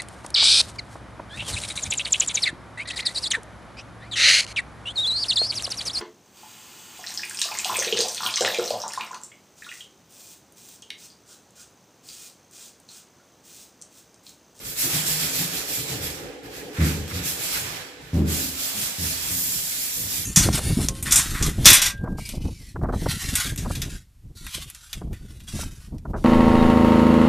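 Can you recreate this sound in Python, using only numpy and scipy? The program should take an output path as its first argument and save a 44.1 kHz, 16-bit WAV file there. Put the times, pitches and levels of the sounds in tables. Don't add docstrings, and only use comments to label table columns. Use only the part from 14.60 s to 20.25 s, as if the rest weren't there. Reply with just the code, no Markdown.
import sys
import numpy as np
from scipy import signal
from scipy.fft import rfft, irfft
from scipy.io import wavfile
from scipy.ndimage import uniform_filter1d

SR = 44100
rng = np.random.default_rng(int(sys.argv[2]) if len(sys.argv) > 2 else 0)


def master_out(mix):
    frames = np.transpose(np.atleast_2d(mix))
    ceiling = np.clip(frames, -1, 1)
    pcm = np.round(ceiling * 32767).astype(np.int16)
    wavfile.write(sys.argv[1], SR, pcm)


N = 249165
TIME = np.arange(N) / SR
FREQ_HZ = np.fft.rfftfreq(N, 1 / SR)


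# (a
# high coarse_db makes a stroke scrape low, a low one makes it fizz)
STROKES = [(-0.046, 0.18, -42, 3.8), (0.038, 0.11, -34.5, -4.5), (0.17, 0.11, -23.5, -4.5),
           (0.286, 0.14, -25, 2.5), (0.446, 0.112, -24, 0), (0.573, 0.124, -26.5, 1.8),
           (0.709, 0.16, -26, 1), (0.908, 0.12, -29.5, 4), (1.064, 0.154, -28, -0.7),
           (1.267, 0.09, -31.5, 6), (1.406, 0.092, -31, 3), (1.5, 0.25, -51.5, 18),
           (1.827, 0.065, -46.5, 12), (1.911, 0.12, -41, 9), (2.122, 0.15, -41, 9.5),
           (2.205, 0.13, -30.5, 5.5), (2.474, 0.056, -38.5, 6), (2.526, 0.083, -34, 8.5),
           (2.629, 0.11, -27.5, -0.5), (2.778, 0.13, -28.5, 2.5), (2.889, 0.12, -27.5, 2),
           (3.0, 0.23, -38.5, 13), (3.381, 0.17, -51, 14), (3.528, 0.084, -43.5, 8.5),
           (3.671, 0.11, -28.5, 2), (3.709, 0.21, -29.5, -3), (3.949, 0.19, -28.5, -0.5),
           (4.135, 0.18, -28, 0), (4.367, 0.22, -28, -1), (4.568, 0.22, -30, 0),
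           (4.674, 0.25, -30.5, -15.5), (4.821, 0.23, -28.5, -5), (4.977, 0.26, -30.7, -3.5),
           (5.159, 0.16, -29.5, -6), (5.298, 0.19, -30, -6.5), (5.47, 0.17, -28, -3.5)]
# freq_hz, left_db, right_db
GRIT_SPECTRUM = [(690, -9.5, -8), (1030, -14.5, -10.5), (1700, -10.5, -6.5), (2760, -7, -5.5),
                 (3350, -7, -1.84), (4860, -4, -0.8), (5700, -8.5, 1.3), (6120, -6.5, -2),
                 (7400, -3.5, 2.5), (8170, -3.5, -0.8), (9030, -3.5, -6.5), (12500, -2, -0.4),
                 (14100, -3, -4.5), (14800, -9, -5.5)]
# pitch_hz, width_hz, boost_db
POST_RESONANCES = [(1690, 170, 2), (2440, 560, 2.5), (3340, 89, 2.5)]
# freq_hz, exponent
SPEED_LAW = [(1500, 0.29), (3500, 0.63), (7000, 0.8), (12000, 0.98)]
# freq_hz, gain_db
COARSE_TILT = [(800, 1.0), (1500, 1.02), (2200, 0.75), (3500, 0.43), (7000, -0.12), (12000, -0.31)]

def sanding(level_db=-1, patchy_db=1.5, wet_db=3):
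    grains = scratches(per_s=2600, spread_db=0.7, bed_db=6, flutter_db=0.4, flutter_hz=70)
    hz, t, spectra = signal.stft(reflections(grains, echo_db=-10, reach_s=0.03), SR, nperseg=512)
    post_db = sum(db / (1 + (2 * (hz - f) / width) ** 2) for f, width, db in POST_RESONANCES)
    grit = np.array([amp(read(np.array(GRIT_SPECTRUM)[:, [0, side]], hz) + post_db) for side in (1, 2)])
    grit /= np.sqrt(1 + (450 / (hz + 1)) ** 4)
    exponent, tilt, t60 = (read(table, hz)[:, None] for table in (SPEED_LAW, COARSE_TILT, ROOM_DECAY))
    power = np.zeros(spectra.shape[1:])
    for start, length, db, coarse_db in STROKES:
        during = np.abs(t - start - length / 2) < length
        power[:, during] += (amp(db + coarse_db * tilt) * speed(t[during], start, length) ** exponent) ** 2
    tail = amp(-60 * t[:200] / t60) ** 2
    lingering = signal.fftconvolve(power, tail / tail.sum(1, keepdims=True), axes=1)[:, :len(t)]
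    power += amp(wet_db) ** 2 * np.abs(lingering)
    patches = uniform_filter1d(rng.standard_normal(spectra.shape), size=5, axis=1)
    patches = unit(uniform_filter1d(patches, size=12, axis=2))
    spectra *= unit(grit)[:, :, None] * np.sqrt(power) * amp(level_db + patchy_db * patches)
    return signal.istft(spectra, SR, nperseg=512)[1][:, :N]


def scratches(per_s, spread_db, bed_db, flutter_db, flutter_hz):
    size = amp(spread_db * np.minimum(rng.exponential(1, (2, N)), 3)) * rng.choice([-1, 1], (2, N))
    snaps = unit(size * (rng.random((2, N)) < per_s / SR))
    bed = amp(bed_db) * rng.standard_normal((2, N))
    return unit((snaps + bed) * amp(flutter_db * wobble(flutter_hz)))


def speed(t, start, length, peak_at=0.45, half_width=0.4, squareness=2.84):
    along = (t - start) / length
    return np.exp(-np.abs((along - peak_at) / half_width) ** squareness)


# start_s, level_db, length_s, slip_rate_hz
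JUDDERS = [ (0.235, -39, 0.04, 280.4), (0.245, -42, 0.053, 356), (0.332, -35.5, 0.046, 148.6),
           (0.44, -40, .13, 153.7), (0.6, -38, .12, 162.9), (0.784, -36.5, 0.073, 171.2),
           (1.175, -40.5, 0.051, 126), (1.299, -36, 0.069, 130.9), (1.37, -40, 0.15, 81.9),
           (1.999, -40.5, 0.069, 419.4), (2.185, -21, 0.078, 82), (2.2, -32, 0.13, 207),
           (2.385, -41, 0.063, 79.5), (2.525, -32.5, .12, 87.7), (2.966, -43, 0.15, 93.6),
           (3.532, -21.5, 0.14, 82.6), (3.54, -29, 0.11, 206.2), (3.544, -31, 0.1, 379.2),
           (3.723, -42, 0.16, 266), (4.146, -41.5, 0.065, 213), (4.384, -33.5, 0.11, 85.8),
           (4.708, -40, 0.06, 90.2), (5.427, -43, 0.075, 88.2), (5.581, -44, 0.046, 92)]
# freq_hz, level_db
SHUDDER_SPECTRUM = [(30, -13), (55, -5), (82, 11), (112, -12), (150, -7), (178, 3), (193, 2), (207, 1.5),
                    (228, -4), (268, -2.5), (350, -1), (450, -14.5), (560, -7.5), (750, -40), (1200, -25),
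                    (4000, -55)]

def bumps(shudder_db=-12, wet_db=1, follow_s=0.0064, light_share=0.6, ring_wet_db=-10):
    ring, shaking = np.zeros((2, N))
    for start, db, length, rate_hz in JUDDERS:
        hard = np.clip((db + 36) / 14, 0, 1)
        sound = amp(db) * judder(length, rate_hz, jitter=np.interp(hard, [0, 1], [0.11, 0.06]))
        add(ring, start, sound)
        add(shaking, start, sound * (light_share + (1 - light_share) * hard))
    pole = np.exp(-1 / (follow_s * SR))
    swing = np.sqrt(signal.lfilter([1 - pole], [1, -pole], shaking ** 2))
    shudder = swing * unit(colour(pair(rng.standard_normal((2, N))), SHUDDER_SPECTRUM))
    shudder_echo = room(shudder[0], wet_db) - shudder[0]
    boom = colour(ring, [(90, 2), (200, 0), (400, -7), (900, 1.5)])
    ring_echo = colour(room(ring, ring_wet_db) - ring, [(85, -0.5), (160, 5.5), (400, 6)])
    return boom + ring_echo + amp(shudder_db) * (shudder + shudder_echo)


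def judder(length, rate_hz, jitter, contact_s=0.0004, count=40):
    t = TIME[:1024]
    slip_s = (np.arange(count) + jitter * rng.standard_normal(2 * count)[::2]) / rate_hz
    along = np.clip(slip_s / length, 0, 1)
    strength = 1 - along + np.sin(np.pi * along)
    slips = np.bincount((np.abs(slip_s) * SR).astype(int), strength, SR)
    force = np.convolve(slips, t * np.exp(-t / contact_s))[:SR]
    sound = signal.fftconvolve(force, cabinet())[:SR]
    sound = signal.sosfilt(signal.butter(2, rate_hz / 2, "highpass", fs=SR, output="sos"), sound)
    return sound / np.sqrt(np.mean(sound[:SR // 10] ** 2))


# pitch_hz, level_db, t60_s
CABINET_MODES = [(60, -15, 0.77), (80.5, -6, 0.65), (100.4, -1, 0.51), (127.2, 5.5, 0.15),
                 (154.5, -0.5, 0.37), (178.5, -3, 0.31), (204.9, -1, 0.18), (255, 1, 0.083),
                 (266.2, -9, 0.94), (289, -17.5, 0.2), (324.5, -9.5, 0.41), (339, -1.5, 0.1),
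                 (413.4, 0.5, 0.099), (526, -35, 0.27), (590.5, -16, 0.19), (640, -26, 0.18)]

def cabinet(thud_gain=10 * 10 ** (-3 / 20), thud_s=0.002):
    t = TIME[:SR]
    ring = sum(amp(db - 60 * t / t60) * np.sin(2 * np.pi * hz * t) for hz, db, t60 in CABINET_MODES)
    return ring + thud_gain * (1 - t / thud_s) * np.exp(-t / thud_s)


# time_s, level_db
DRAG_LEVEL = [(0, -45.5), (0.18, -51.5), (0.25, -47.5), (0.85, -44), (1.25, -39.5), (1.55, -38), (1.8, -44),
              (2.05, -39), (3.1, -45), (3.38, -49.5), (3.9, -53), (4.35, -55), (5.65, -54.5)]
# pitch_hz, half_width_hz, level_db
PANEL_TONES = [(288, 20, 5), (348.3, 9.3, 4.5), (382.7, 14.5, -1), (441.4, 28, 4.5), (470, 34, -36),
               (495, 16, 5), (560, 20, -0.5), (735, 74, -9), (810, 55, -7.5)]
# freq_hz, gain_db
PUSH_SPECTRUM = [(56, 7), (81, -11), (104, 4.5), (130, 4), (175, 7), (210, 0.5), (270, 6), (450, -1)]

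def murmur(level_db=-1, case_db=-47, stroke_follow=0.067, drag_follow=0.098, lumpy_db=2):
    force = pair(rng.standard_normal((2, N))) * amp(lumpy_db * wobble(rate_hz=6.7))
    drag_db = np.interp(TIME, *np.transpose(DRAG_LEVEL))
    tone_power = sum((amp(db) / (1 + ((FREQ_HZ - f) / width) ** 2)) ** 2 for f, width, db in PANEL_TONES)
    panels = unit(irfft(rfft(force) * np.sqrt(tone_power), N))
    t = TIME[::256]
    effort = sum(amp(stroke_follow * db) * speed(t, start, length) for start, length, db, _ in STROKES)
    push = force * np.interp(TIME, t, effort) * amp(drag_follow * drag_db)
    case = unit(colour(signal.oaconvolve(push, cabinet()[None], axes=1)[:, :N], PUSH_SPECTRUM))
    return panels * amp(level_db + drag_db) + case * amp(case_db)


# start_s, level_db, length_s
RASPS = [(0.212, -39, 0.04), (0.326, -44, 0.068), (2.133, -39, 0.13), (2.199, -35.5, 0.13),
         (2.497, -37, 0.035), (2.922, -33.5, 0.081)]

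def rasps(centre_hz=1850, half_width_hz=750):
    snaps = scratches(per_s=1400, spread_db=2.5, bed_db=1, flutter_db=1.5, flutter_hz=90)
    edge = unit(irfft(rfft(snaps) / (1 + ((FREQ_HZ - centre_hz) / half_width_hz) ** 4), N))
    grip = sum(amp(db) * np.sin(np.pi * np.clip((TIME - s) / length, 0, 1)) for s, db, length in RASPS)
    return edge * grip * amp([[-1.5], [1.5]])


# start_s, level_db
LANDINGS = [(1.834, -48), (1.92, -45), (2.479, -33), (3.541, -39)]

def ticks(decay_s=0.003):
    cracks, t = np.zeros(N), TIME[:2048]
    for start, db in LANDINGS:
        add(cracks, start, amp(db) * rng.standard_normal(len(t)) * np.exp(-t / decay_s))
    return room(colour(cracks, [(300, 0), (2000, 2), (7000, 1), (15000, -4)]), wet_db=-6)


def reflections(x, echo_db, reach_s, count=24):
    taps = np.zeros((2, SR // 10))
    for side in taps:
        delay_s = reach_s * rng.uniform(0.08, 1, count)
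        side[(delay_s * SR).astype(int)] = amp(echo_db) * rng.choice([-1, 1], count) / np.sqrt(count)
    taps[:, 0] = 1
    return unit(signal.oaconvolve(x, taps, axes=1)[:, :N])


# freq_hz, t60_s
ROOM_DECAY = [(60, 1), (250, 0.78), (1000, 1), (3500, 0.88), (7000, 0.81), (13000, 0.58)]

def room(x, wet_db, build_s=0.0022):
    hz, t, spectra = signal.stft(rng.standard_normal((2, SR)), SR, nperseg=512)
    decay = amp(-60 * t / read(ROOM_DECAY, hz)[:, None])
    tail = signal.istft(spectra * decay, SR, nperseg=512)[1][:, :SR]
    tail = pair(tail) * (1 - np.exp(-TIME[:SR] / build_s))
    return x + amp(wet_db) * signal.fftconvolve(x[None], tail / np.linalg.norm(tail[0]), axes=1)[:, :N]


# freq_hz, level_db
ROOM_TONE = [(20, -36), (40, -18), (49, -22), (57, 1), (68, 1), (130, -6.5), (170, -9.5), (230, -1.5),
             (600, -25), (2000, -6), (6000, -21), (15000, -51)]

def room_tone(level_db=-53):
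    return amp(level_db) * unit(colour(pair(rng.standard_normal((2, N))), ROOM_TONE))


# freq_hz, correlation
STEREO_LIKENESS = [(60, 0.93), (130, 0.96), (290, 0.76), (640, 0.78), (1400, 0.39), (15000, 0.37)]

def pair(x):
    a, b = rfft(x)
    likeness = read(STEREO_LIKENESS, np.fft.rfftfreq(x.shape[-1], 1 / SR))
    mid, side = a * np.sqrt((1 + likeness) / 2), b * np.sqrt((1 - likeness) / 2)
    return irfft(np.array([mid + side, mid - side]), x.shape[-1])


def amp(db):
    return 10 ** (np.asarray(db) / 20)


def unit(x):
    return x / np.sqrt(np.mean(x ** 2) + 1e-20)


def read(points, hz):
    f, value = np.transpose(points)
    return np.interp(np.log(hz + 1), np.log(f + 1), value)


def colour(x, points):
    return irfft(rfft(x) * amp(read(points, np.fft.rfftfreq(x.shape[-1], 1 / SR))), x.shape[-1])


def wobble(rate_hz):
    return unit(irfft(rfft(rng.standard_normal(N)) / (1 + (FREQ_HZ / rate_hz) ** 2), N))


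def add(mix, start_s, sound):
    part = mix[max(round(start_s * SR), 0):][:len(sound)]
    part += sound[:len(part)]


def scene():
    return sanding() + rasps() + murmur() + bumps() + ticks() + room_tone()


def record(dry):
    thin = signal.sosfilt(signal.butter(4, 46, "highpass", fs=SR, output="sos"), dry)
    lowpass = signal.firwin(767, 15560, window=("kaiser", 9), fs=SR)
    return signal.oaconvolve(thin, lowpass[None], "same")


dry = scene()
out = record(dry)
master_out(out)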